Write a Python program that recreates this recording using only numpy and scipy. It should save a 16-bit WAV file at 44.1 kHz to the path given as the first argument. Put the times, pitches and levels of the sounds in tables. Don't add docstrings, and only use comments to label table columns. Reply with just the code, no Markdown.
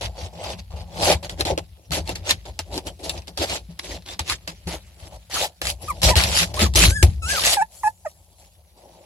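import sys
import numpy as np
from scipy import signal
from scipy.fft import rfft, irfft, next_fast_len
from scipy.io import wavfile
from scipy.ndimage import uniform_filter1d, map_coordinates

SR = 44100
rng = np.random.default_rng(int(sys.argv[2]) if len(sys.argv) > 2 else 0)


def store_wav(level_fs):
    pcm = np.round(np.clip(np.atleast_2d(level_fs), -1, 1) * 32767)
    wavfile.write(sys.argv[1], SR, pcm.T.astype(np.int16))


def level_to_linear(level):
    exponent = np.asarray(level, float) / 20
    return 10 ** exponent


N = 399490

# start_s, length_s, first_db, last_db, bed_weight_db
PAW_LANDINGS = [(0.011, 0.046, -31.5, -29.5, -30.5), (0.329, 0.085, -51, -47.5, -40.5),
                (0.706, 0.041, -51.5, -53.5, -40), (0.764, 0.055, -46, -46.5, -39),
                (1.228, 0.025, -37, -33, -37), (1.294, 0.047, -35, -49.5, -36.5),
                (1.453, 0.055, -27.5, -30, -27), (1.586, 0.021, -27, -58, -29.5),
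                (1.919, 0.067, -24, -29, -27), (2.153, 0.082, -33, -69, -39), (2.455, 0.035, -42, -44, -40),
                (2.596, 0.089, -31, -89.5, -48.5), (2.993, 0.02, -50, -49, -46),
                (3.28, 0.024, -34.5, -52.5, -40), (3.374, 0.07, -31.5, -24.5, -32),
                (3.686, 0.029, -67.5, -52, -56.5), (3.795, 0.0077, -25.5, -44, -49),
                (4.059, 0.075, -42, -36, -45.5), (4.193, 0.035, -24.5, -47, -39),
                (4.476, 0.049, -30.5, -48.5, -39.5), (4.672, 0.082, -36.5, -35.5, -36),
                (5.299, 0.049, -43, -31, -40), (5.616, 0.088, -37.5, -25, -37.5),
                (6.018, 0.012, -27, -23.5, -33), (6.032, 0.076, -15.5, -19, -21.5),
                (6.164, 0.088, -17.5, -22.5, -23.5), (6.539, 0.045, -35, -34, -37.5),
                (6.591, 0.041, -24, -17.5, -26), (6.757, 0.1, -16, -12, -26.5),
                (7.028, 0.038, -13, -42.5, -25), (7.222, 0.046, -53, -50, -47)]
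# start_s, length_s, level_db, rise_s (per 30 dB), bed_weight_db
LIMB_DRAGS = [(0.19, 0.075, -39.5, 0.07, -35), (0.438, 0.095, -36, 0.08, -30),
              (1.05, 0.08, -19.5, 0.12, -18.5), (1.404, 0.008, -31, 0.04, -30),
              (2.09, 0.028, -35, 0.06, -32), (2.297, 0.016, -21, 0.03, -30), (2.74, 0.043, -36, 0.07, -33),
              (2.872, 0.008, -33, 0.03, -31), (3.04, 0.065, -36, 0.035, -36), (3.14, 0.05, -42, 0.08, -36),
              (3.5, 0.065, -28, 0.11, -32.5), (3.845, 0.12, -38.5, 0.05, -39), (4.3, 0.03, -25, 0.06, -38),
              (5.345, 0.105, -25.5, 0.03, -29), (6.272, 0.063, -27, 0.04, -29),
              (6.355, 0.08, -18.5, 0.09, -29), (7.295, 0.13, -25, 0.045, -33),
              (7.45, 0.09, -17, 0.05, -28.5), (7.58, 0.05, -52, 0.03, -52)]
# start_s, length_s, level_db, bed_weight_db
WEIGHT_SHIFTS = [(0.595, 0.0048, -41.5, -43), (2.274, 0.044, -29.5, -34), (4.997, 0.084, -50.5, -48),
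                 (5.124, 0.039, -50.5, -41.5), (5.827, 0.099, -43.5, -41), (5.945, 0.063, -48.5, -47),
                 (6.651, 0.017, -30, -32), (7.85, 0.035, -56, -58.5), (6.48, 0.041, -47.5, -40.5),
                 (6.88, 0.03, -26.5, -37), (7.72, 0.18, -56.5, -60.5), (8.079, 0.038, -59.5, -60),
                 (8.398, 0.078, -58.5, -59), (8.776, 0.37, -61.5, -49.5)]
# time_s, level_db
CREEP = [(0, -52), (1.7, -61), (2.4, -52), (3.3, -56), (4.8, -53), (5.55, -60), (7.1, -52), (7.7, -62),
         (9.06, -68)]
# time_s, dryness_db (above 7 kHz), depth_db (below 450 Hz), body_db (below 3 kHz)
LITTER_COLOUR = [(0.0, -3.5, -3, -1.5), (0.6, -7, -8, -0.5), (1.1, 0, -2, 0.5), (1.5, -2.5, 4, 1.5),
                 (2.0, 1.5, 4.5, 0), (2.3, -4, 3, 2), (2.8, 2.5, 6, -1.5), (3.3, -1, 4.5, -1),
                 (3.8, -1.5, 2, 0), (4.3, -1.5, 8, 1.5), (4.8, 4.5, 6, 3), (5.3, 4, -10.5, 1.5),
                 (5.8, 5, -1, -3), (6.3, 0.2, -2, -0.5), (7.0, 6.5, 9.5, -1.5), (7.5, 2.5, -8, -2),
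                 (7.8, 18, -2, -3), (9.0, 2.5, 0, -0.5)]
# time_s, left_lag_samples
BEARING = [(0, -6), (1, -10), (1.8, -18), (2.6, -1), (3.5, -20.5), (4.2, 6.5), (5.2, 10), (5.8, 6),
           (6.2, -19), (6.8, -10), (7.6, -12.5), (8.5, 8.5)]
# frequency_hz, level_db
CURL_SPECTRUM = [(500, -33), (1000, -6), (1600, -5.5), (3000, -0.6), (4500, 1.2), (6000, -1.2), (8000, 1.5),
                 (12000, -4), (16000, -12)]
# frequency_hz, level_db
BED_SPECTRUM = [(200, -17), (270, -10), (350, -4), (440, -8), (560, 0), (650, -1.5), (860, -4), (1050, -15),
                (1500, -35)]
# time_s, level_db
FLOOR_LOAD = [(0.0, -37), (1.5, -33.5), (1.82, -50), (1.92, -29), (2.5, -39), (5.35, -44.5), (5.55, -55.5),
              (5.63, -37.5), (5.98, -36), (6.05, -19.5), (6.55, -30), (6.68, -19.5), (7.1, -18.5),
              (7.25, -30.5), (7.7, -51), (9.05, -56.5)]
# frequency_hz, width_hz, level_db
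FLOOR_MODES = [(55.6, 11, -3.5), (70.4, 7.7, 0), (90.3, 18.4, -1.5)]
# frequency_hz, width_hz, level_db
UPPER_MODES = [(165, 16.4, 4), (213, 42, -2.5)]
# start_s, peak_db, ring_hz
THIN_CRACKS = [(0.4399, -18, 3700), (0.5959, -31, 4540), (0.7602, -39, 5870), (1.025, -13, 2930),
               (1.2294, -26, 3210), (1.401, -15.5, 4260), (1.47, -16.5, 4480), (1.923, -15.5, 4560),
               (2.076, -18, 4370), (2.2943, -7.5, 2730), (2.4534, -32, 3850), (2.742, -19, 7860),
               (2.8699, -17, 7270), (2.9916, -42, 7670), (3.178, -25, 2490), (3.2206, -30, 2490),
               (3.4261, -11, 3200), (3.4979, -15, 7300), (4.0094, -44, 3140), (4.0228, -36, 4360),
               (4.088, -22, 1800), (4.1139, -26, 3890), (4.278, -18, 3800), (4.6917, -23, 1880),
               (5.3128, -24, 2400), (5.343, -15, 4320), (5.654, -10, 7160), (5.8311, -29, 5100),
               (6.594, -11.5, 3590), (6.6168, -7.5, 3700), (6.6644, -18.5, 2140), (6.7385, -15, 5940),
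               (6.759, -7, 3400), (7.4181, -9, 3600), (7.4669, -3.5, 7570)]
# start_s, peak_db, ring_hz, knock_db
THICK_SNAPS = [(0.502, -23, 3600, -26.5), (1.296, -19, 3330, -14), (1.4086, -6.5, 4310, -18.5),
               (1.452, -17, 4240, -25), (1.5774, -15, 4480, -1), (1.908, -25.5, 4500, -1),
               (2.0925, -14, 2750, -5.5), (2.157, -17.5, 4410, -19), (2.2628, -28, 2730, -10),
               (2.3089, -0.5, 3670, -23), (2.591, -11.5, 5100, -10.5), (2.778, -14.5, 4420, -9),
               (3.0955, -7, 3640, -27.5), (3.273, -30.5, 5080, -6), (3.376, -17, 3290, -23),
               (3.7913, -19.5, 1600, -16), (4.1939, -10.5, 7930, -12), (4.2982, -10, 4080, -25),
               (4.4767, -17, 1540, -12.5), (4.673, -30, 1400, 5), (5.6168, -12.5, 1740, -11.5),
               (5.67, -9.5, 7070, -27), (6.0185, -11.5, 7500, -21.5), (6.0322, -7, 3010, -25),
               (6.156, -8, 4100, -12.5), (6.238, -6, 2430, -23), (6.5425, -18.5, 5140, -25.5),
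               (6.7507, -15.5, 7700, -3.5), (7.0282, -4, 7820, -10.5), (7.4375, -8.5, 3160, -13.5)]
# start_s, peak_db, pitch_hz
WALL_TAPS = [(1.097, -26.5, 165), (1.519, -24, 165), (1.901, -26, 159.4), (3.687, -30, 169),
             (4.481, -34.5, 169), (4.666, -24, 172), (6.415, -21.5, 174), (6.614, -14.5, 210),
             (7.028, -12, 347)]
# start_s, peak_db
FLOOR_BUMPS = [(1.148, -13.5), (1.419, -17), (1.518, -15.5), (1.918, -18.5), (3.178, -24.5), (3.395, -19),
               (4.204, -20), (4.662, -24.5), (6.036, -9), (6.165, -2.5), (6.652, -11.5), (6.881, -3),
               (7.033, 3.5)]
# time_s, pitch_hz, level_db
YIPS = [
    [(5.878, 1106, -45), (5.886, 1230, -29), (5.894, 1258, -32), (5.906, 1140, -23), (5.916, 980, -32),
     (5.93, 940, -46)],
    [(7.567, 922, -28), (7.573, 843, -21), (7.609, 747, -19.5), (7.616, 837, -20.5), (7.626, 880, -17.5),
     (7.632, 873, -38.5), (7.655, 880, -51)],
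    [(7.833, 1150, -26), (7.839, 851, -24), (7.87, 842, -19.5), (7.879, 875, -17.5), (7.889, 881, -38.5),
     (7.91, 866, -50)],
    [(8.047, 910, -55), (8.054, 856, -32.5), (8.059, 700, -28.5), (8.063, 640, -25), (8.071, 612, -26.5),
     (8.075, 592, -36), (8.09, 586, -64)],
]
# time_s, pitch_hz, level_db
MUTTERS = [
    [(6.065, 635, -26.5), (6.09, 627, -26.5), (6.105, 620, -22.5)],
    [(6.1, 890, -25.5), (6.112, 1000, -25.5), (6.13, 983, -29.5), (6.148, 830, -29.5)],
]
# time_s, pitch_hz, level_db, overtones_db
WHISTLES = [
    [(6.57, 1008, -24, -12), (6.59, 1260, -39, -8), (6.625, 1314, -40, -4), (6.655, 1276, -39, -8),
     (6.67, 1044, -23.5, -15.5)],
    [(6.885, 1425, -45.5, 3), (6.91, 1507, -32, 2), (6.95, 1700, -35.5, 1), (6.965, 1723, -28, -3),
     (6.985, 1620, -30, -4), (7.003, 1690, -31, -5), (7.03, 1604, -29.5, -5)],
    [(7.218, 1380, -45.5, 2.5), (7.232, 1304, -36.5, 1.5), (7.25, 1296, -34, 1.5), (7.28, 1503, -32.5, 2),
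     (7.315, 1682, -23, -1), (7.335, 1630, -27.5, -5), (7.36, 1483, -28.5, -4), (7.385, 1232, -28, -6.5),
     (7.4, 975, -36, -9)],
]
# frequency_hz, level_db
MOUTH = [(600, 2), (900, -4), (1300, -15), (1800, -13), (2500, -26), (3500, -55), (5200, -33), (7000, -27),
         (10000, -23)]
# frequency_hz, level_db
NOSE = [(900, -2.5), (1800, -7.5), (2600, -12), (3400, -23), (5000, -17), (6700, -10), (8500, -8.5),
        (10500, -12), (13000, -35)]
# frequency_hz, t60_s
BOX_DECAY = [(300, 0.029), (2000, 0.061), (10000, 0.0043)]
# frequency_hz, level_db
LEFT_PORT = [(300, 1.5), (2000, 1), (6000, -1.5), (8450, -8), (8900, -17), (9450, -4), (10600, 3),
             (12500, -7), (16000, -11.5)]
# frequency_hz, level_db
RIGHT_PORT = [(300, -1), (2000, 0), (6000, 0), (8350, -5), (8900, -31.5), (10400, -16), (12500, -23.5),
              (16000, -22.5)]
# frequency_hz, level_db (per Hz)
AIR_SPECTRUM = [(24, -35.5), (40, -3), (101, 1), (185, -11), (243, -27), (570, -17.5), (2500, -35),
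                (3300, -39), (5310, -41.5), (7730, -26.5), (8990, -18.5), (10400, -8.5), (16000, -21)]


def unit(x):
    return x / np.sqrt(np.mean(x ** 2) + 1e-20)


def along(points, hz):
    f, v = np.transpose(points)
    return np.interp(np.log(hz + 1), np.log(f + 1), v)


def curves(rows):
    s, *cols = np.transpose(rows)
    return [np.interp(np.arange(N) / SR, s, c) for c in cols]


def wobble(rate):
    n = np.arange(0, N + 16, 16)
    knots = rng.standard_normal(int(N * rate / SR) + 4)
    return np.interp(np.arange(N), n, map_coordinates(knots, [n * rate / SR]))


def filtered(x, response):
    m = next_fast_len(N + SR // 6)
    return irfft(rfft(x, m) * response(np.fft.rfftfreq(m, 1 / SR)), m)[..., :N]


def coloured(x, spectrum):
    return filtered(x, lambda hz: level_to_linear(along(spectrum, hz)))


def shaded(x, band, db):
    return x + (level_to_linear(db) - 1) * filtered(x, band)


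def arriving(x, lag):
    n = np.arange(N)
    late = np.clip(n - np.round(lag).astype(int), 0, N - 1)
    return np.array([x[late], x])


def strokes_db(rows, rest_db):
    settle_db, settle_s = -30, 0.16
    t = np.arange(0, N, 32) / SR
    power = level_to_linear(2 * rest_db(t))
    for s, length, first_db, last_db, rise, fall in rows:
        end = s + length
        times = [s - 2 * rise, s, end, end + 2 * fall]
        stroke_db = np.interp(t, times, [first_db - 60, first_db, last_db, last_db - 60])
        settling_db = max(first_db, last_db) + settle_db
        power = power + level_to_linear(2 * stroke_db)
        power = power + (t > s) * level_to_linear(2 * settling_db - 60 * np.clip(t - end, 0, 9) / settle_s)
    return np.interp(np.arange(N) / SR, t, 10 * np.log10(power))


def paw_work():
    rows = [(s, n, a, b, 0.003, 0.049, w) for s, n, a, b, w in PAW_LANDINGS]
    rows += [(s, n, a, a, min(rise, 0.13), 0.045, w) for s, n, a, rise, w in LIMB_DRAGS]
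    rows += [(s, n, a, a, 0.047, 0.032, w) for s, n, a, w in WEIGHT_SHIFTS]
    crush_db = strokes_db([row[:6] for row in rows], lambda t: np.interp(t, *np.transpose(CREEP)) - 6)
    pressed = [(s, n, w, w + 0.44 * (b - a), 1.42 * rise, 1.55 * fall) for s, n, a, b, rise, fall, w in rows]
    press_db = strokes_db(pressed, lambda t: -64 + 0 * t)
    return crush_db, press_db


def crackle(spiky_db, patchy_db):
    sizes_db = spiky_db * uniform_filter1d(rng.exponential(1, N), size=6)
    breaks = rng.standard_normal(N) * level_to_linear(sizes_db)
    z = signal.stft(breaks, nperseg=256)[2]
    field = uniform_filter1d(rng.standard_normal(z.shape), size=3, axis=0)
    field = uniform_filter1d(field, size=12, axis=1)
    return signal.istft(z * level_to_linear(patchy_db * unit(field)), nperseg=256)[1][:N]


def ticks(count, hz, cycles, spread_db):
    size, place, side = rng.random((3, count, 1))
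    t = np.arange(128) / SR
    pitch = hz * np.exp(0.39 * rng.standard_normal((count, 1)))
    tones = np.exp(-t * pitch / cycles) * np.sin(2 * np.pi * np.clip(pitch, 2200, 15000) * t)
    tones = level_to_linear(np.minimum(-spread_db * np.log(size), 10)) * tones
    start = (place * N).astype(int) + np.arange(128)
    lag = np.interp(place * N / SR, *np.transpose(BEARING)) + 30 * (side - .5)
    ports = []
    for delay in (lag.astype(int), 0):
        heard = np.bincount((start + 64 + delay).ravel(), tones.ravel(), N + 512)
        ports.append(heard[64:N + 64])
    return unit(np.array(ports))


def shavings(crush_db, press_db):
    bearing, = curves(BEARING)
    dry_db, deep_db, body_db = curves(LITTER_COLOUR)
    paws = 0
    for offset in (-15., 1.5, 16.):
        crushing = level_to_linear(1.9 * wobble(40)) * crackle(spiky_db=5.5, patchy_db=5.2)
        paws = paws + arriving(crushing, bearing + 9 * wobble(4.4) + offset)
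    flicks = ticks(count=6000, hz=4280, cycles=0.6, spread_db=2.0)
    curls = unit(coloured(unit(paws) + .5 * flicks, CURL_SPECTRUM))
    curls = shaded(curls, lambda hz: 1 / (1 + (7500 / (hz + 1)) ** 6), dry_db)
    curls = shaded(curls, lambda hz: 1 / (1 + (hz / 3000) ** 4), body_db)
    bed = arriving(crackle(spiky_db=4.5, patchy_db=3.6), 0.54 * bearing)
    bed = bed + coloured(rng.standard_normal((2, N)), [(300, -12), (600, -5), (1000, 3)])
    bed = shaded(unit(coloured(bed, BED_SPECTRUM)), lambda hz: 1 / (1 + (hz / 450) ** 8), deep_db)
    return level_to_linear(crush_db + 2.0) * curls + level_to_linear(press_db - 4.0) * bed


def ringing(x, modes, width_hz):
    def peak(f, centre, width):
        return 1j * f * width / (centre * centre - f * f + 1j * f * width)

    def response(f):
        panel = sum((-1) ** k * level_to_linear(db) * peak(f, c, w) for k, (c, w, db) in enumerate(modes))
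        return peak(f, 1.0 * modes[0][0], width_hz) * panel
    return filtered(x, response)


def pushes(apart):
    return level_to_linear(2.5 * wobble(23)) * (rng.standard_normal(N) + apart * rng.standard_normal((2, N)))


def floor(press_db):
    load_db, = curves(FLOOR_LOAD)
    slow_db = uniform_filter1d(press_db, size=SR // 3)
    turns_db = uniform_filter1d(np.roll(press_db - slow_db, 700), size=1200)
    low_db = np.minimum(load_db + 0.35 * turns_db, -17)
    upper_db = (1 - 0.37) * load_db + 0.37 * slow_db + 0.45 * turns_db
    low = unit(ringing(pushes(apart=.15), FLOOR_MODES, width_hz=36))
    upper = unit(ringing(pushes(apart=0.42), UPPER_MODES, width_hz=42))
    return level_to_linear(low_db - 4) * low + level_to_linear(upper_db - 12.5) * upper


def snaps():
    click, knock = np.zeros(N + SR), np.zeros(N + SR)
    t = np.arange(SR // 14) / SR
    for s, db, hz, knock_db in THICK_SNAPS + [(s, db - 4, hz, -20) for s, db, hz in THIN_CRACKS]:
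        i = round(s * SR)
        rough = 1 + 0.4 * uniform_filter1d(rng.standard_normal(len(t)), size=12)
        ring = 0.4 * level_to_linear(-60 * t / 0.028) * np.sin(2 * np.pi * hz * t) * rough
        crack_and_settling = 1.7 * level_to_linear(-60 * t / 0.004) + 0.36 * level_to_linear(-60 * t / 0.069)
        click[i:][:len(t)] += level_to_linear(db - 1.5) * (ring + crack_and_settling * rng.standard_normal(len(t)))
        thump = level_to_linear(db + knock_db + 16.0 - 60 * t / 0.043) * (1 - np.exp(-t / 0.0014))
        knock[i:][:len(t)] += thump * rng.standard_normal(len(t))
    both = coloured(click[:N], CURL_SPECTRUM) + coloured(knock[:N], BED_SPECTRUM)
    return arriving(both, curves(BEARING)[0])


def bumps():
    out, t = np.zeros(N), np.arange(SR // 3) / SR
    hits = [(s, db, 77, 0.11) for s, db in FLOOR_BUMPS]  # Hz, t60 in s
    hits += [(s, db, hz, 30.5 / hz) for s, db, hz in WALL_TAPS]
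    for s, db, hz, t60 in hits:
        swell = 1 - np.exp(-t / 0.0056)
        out[round(s * SR):][:len(t)] += level_to_linear(db - 60 * t / t60) * swell * np.sin(2 * np.pi * hz * t)
    return out


def voices(calls, overtones, fade, jitter, thinning, breath):
    out, waver = np.zeros(N), wobble(220)
    k = np.arange(1, 13)[:, None]
    for call in calls:
        s, pitch, db, *bright_db = np.transpose(call)
        t = np.arange(s[0], s[-1], 1 / SR)
        i = round(s[0] * SR)
        level_db = np.interp(t, s, db)
        glide = uniform_filter1d(np.interp(t, s, pitch), size=200, mode="nearest")
        hz = glide * (1 + jitter * waver[i:][:len(t)])
        effort_db = thinning * (level_db - db.max())
        effort_db = effort_db + sum(np.interp(t, s, b) for b in bright_db)
        puffs = uniform_filter1d(rng.standard_normal((len(k), len(t))), size=24, axis=1)
        air = 1 + breath * (k - 1) * unit(puffs)
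        harmonic_db = along(overtones, k * hz) - along(overtones, hz) + (k > 1) * effort_db
        harmonics = air * level_to_linear(harmonic_db) * np.sin(2 * np.pi * k * np.cumsum(hz) / SR)
        edges = np.clip(np.minimum(t - s[0], s[-1] - t) / fade, 0, 1)
        out[i:][:len(t)] += level_to_linear(level_db + 3.5) * edges * np.sum(harmonics, axis=0)
    return out


def yips_and_mutters():
    cries = voices(YIPS + MUTTERS, MOUTH, fade=0.0021, jitter=0.0086, thinning=0.3, breath=.08)
    return arriving(cries, 4.8) * level_to_linear([[-1.5], [1.5]])


def whistles():
    return arriving(voices(WHISTLES, NOSE, fade=0.006, jitter=0.004, thinning=0, breath=.07), -6.5)


def box(x):
    hz, t, z = signal.stft(rng.standard_normal((2, SR // 6)), SR, nperseg=128)
    tail = signal.istft(z * level_to_linear(-60 * t / along(BOX_DECAY, hz)[:, None]), SR, nperseg=128)[1]
    return signal.fftconvolve(x, tail / np.linalg.norm(tail[0]), axes=1)[:, :N]


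def scene():
    crush_db, press_db = paw_work()
    litter = level_to_linear(1.2) * shavings(crush_db, press_db)
    boom = floor(press_db) + bumps()
    sharp = snaps()
    calls = yips_and_mutters() + whistles()
    return litter + boom + sharp + calls + level_to_linear(-7) * box(sharp + 0.9 * calls)


def roll_off(x):
    return signal.sosfilt(signal.butter(12, 16810, fs=SR, output="sos"), x)


def record(dry):
    ports = filtered(dry, lambda hz: level_to_linear([along(LEFT_PORT, hz), along(RIGHT_PORT, hz)]))
    hiss = rng.standard_normal((2, N)) + 0.49 * rng.standard_normal(N)
    ports = ports + level_to_linear(-64) * unit(coloured(hiss, AIR_SPECTRUM))
    held = ports / (1 + np.abs(ports / .8) ** 6) ** (1 / 6)
    mix = coloured(held, [(25, -21.5), (40, -8.5), (55, 3), (16000, -1.5), (17000, -58.5)])
    return roll_off(mix)


dry = scene()
out = record(dry)
store_wav(out)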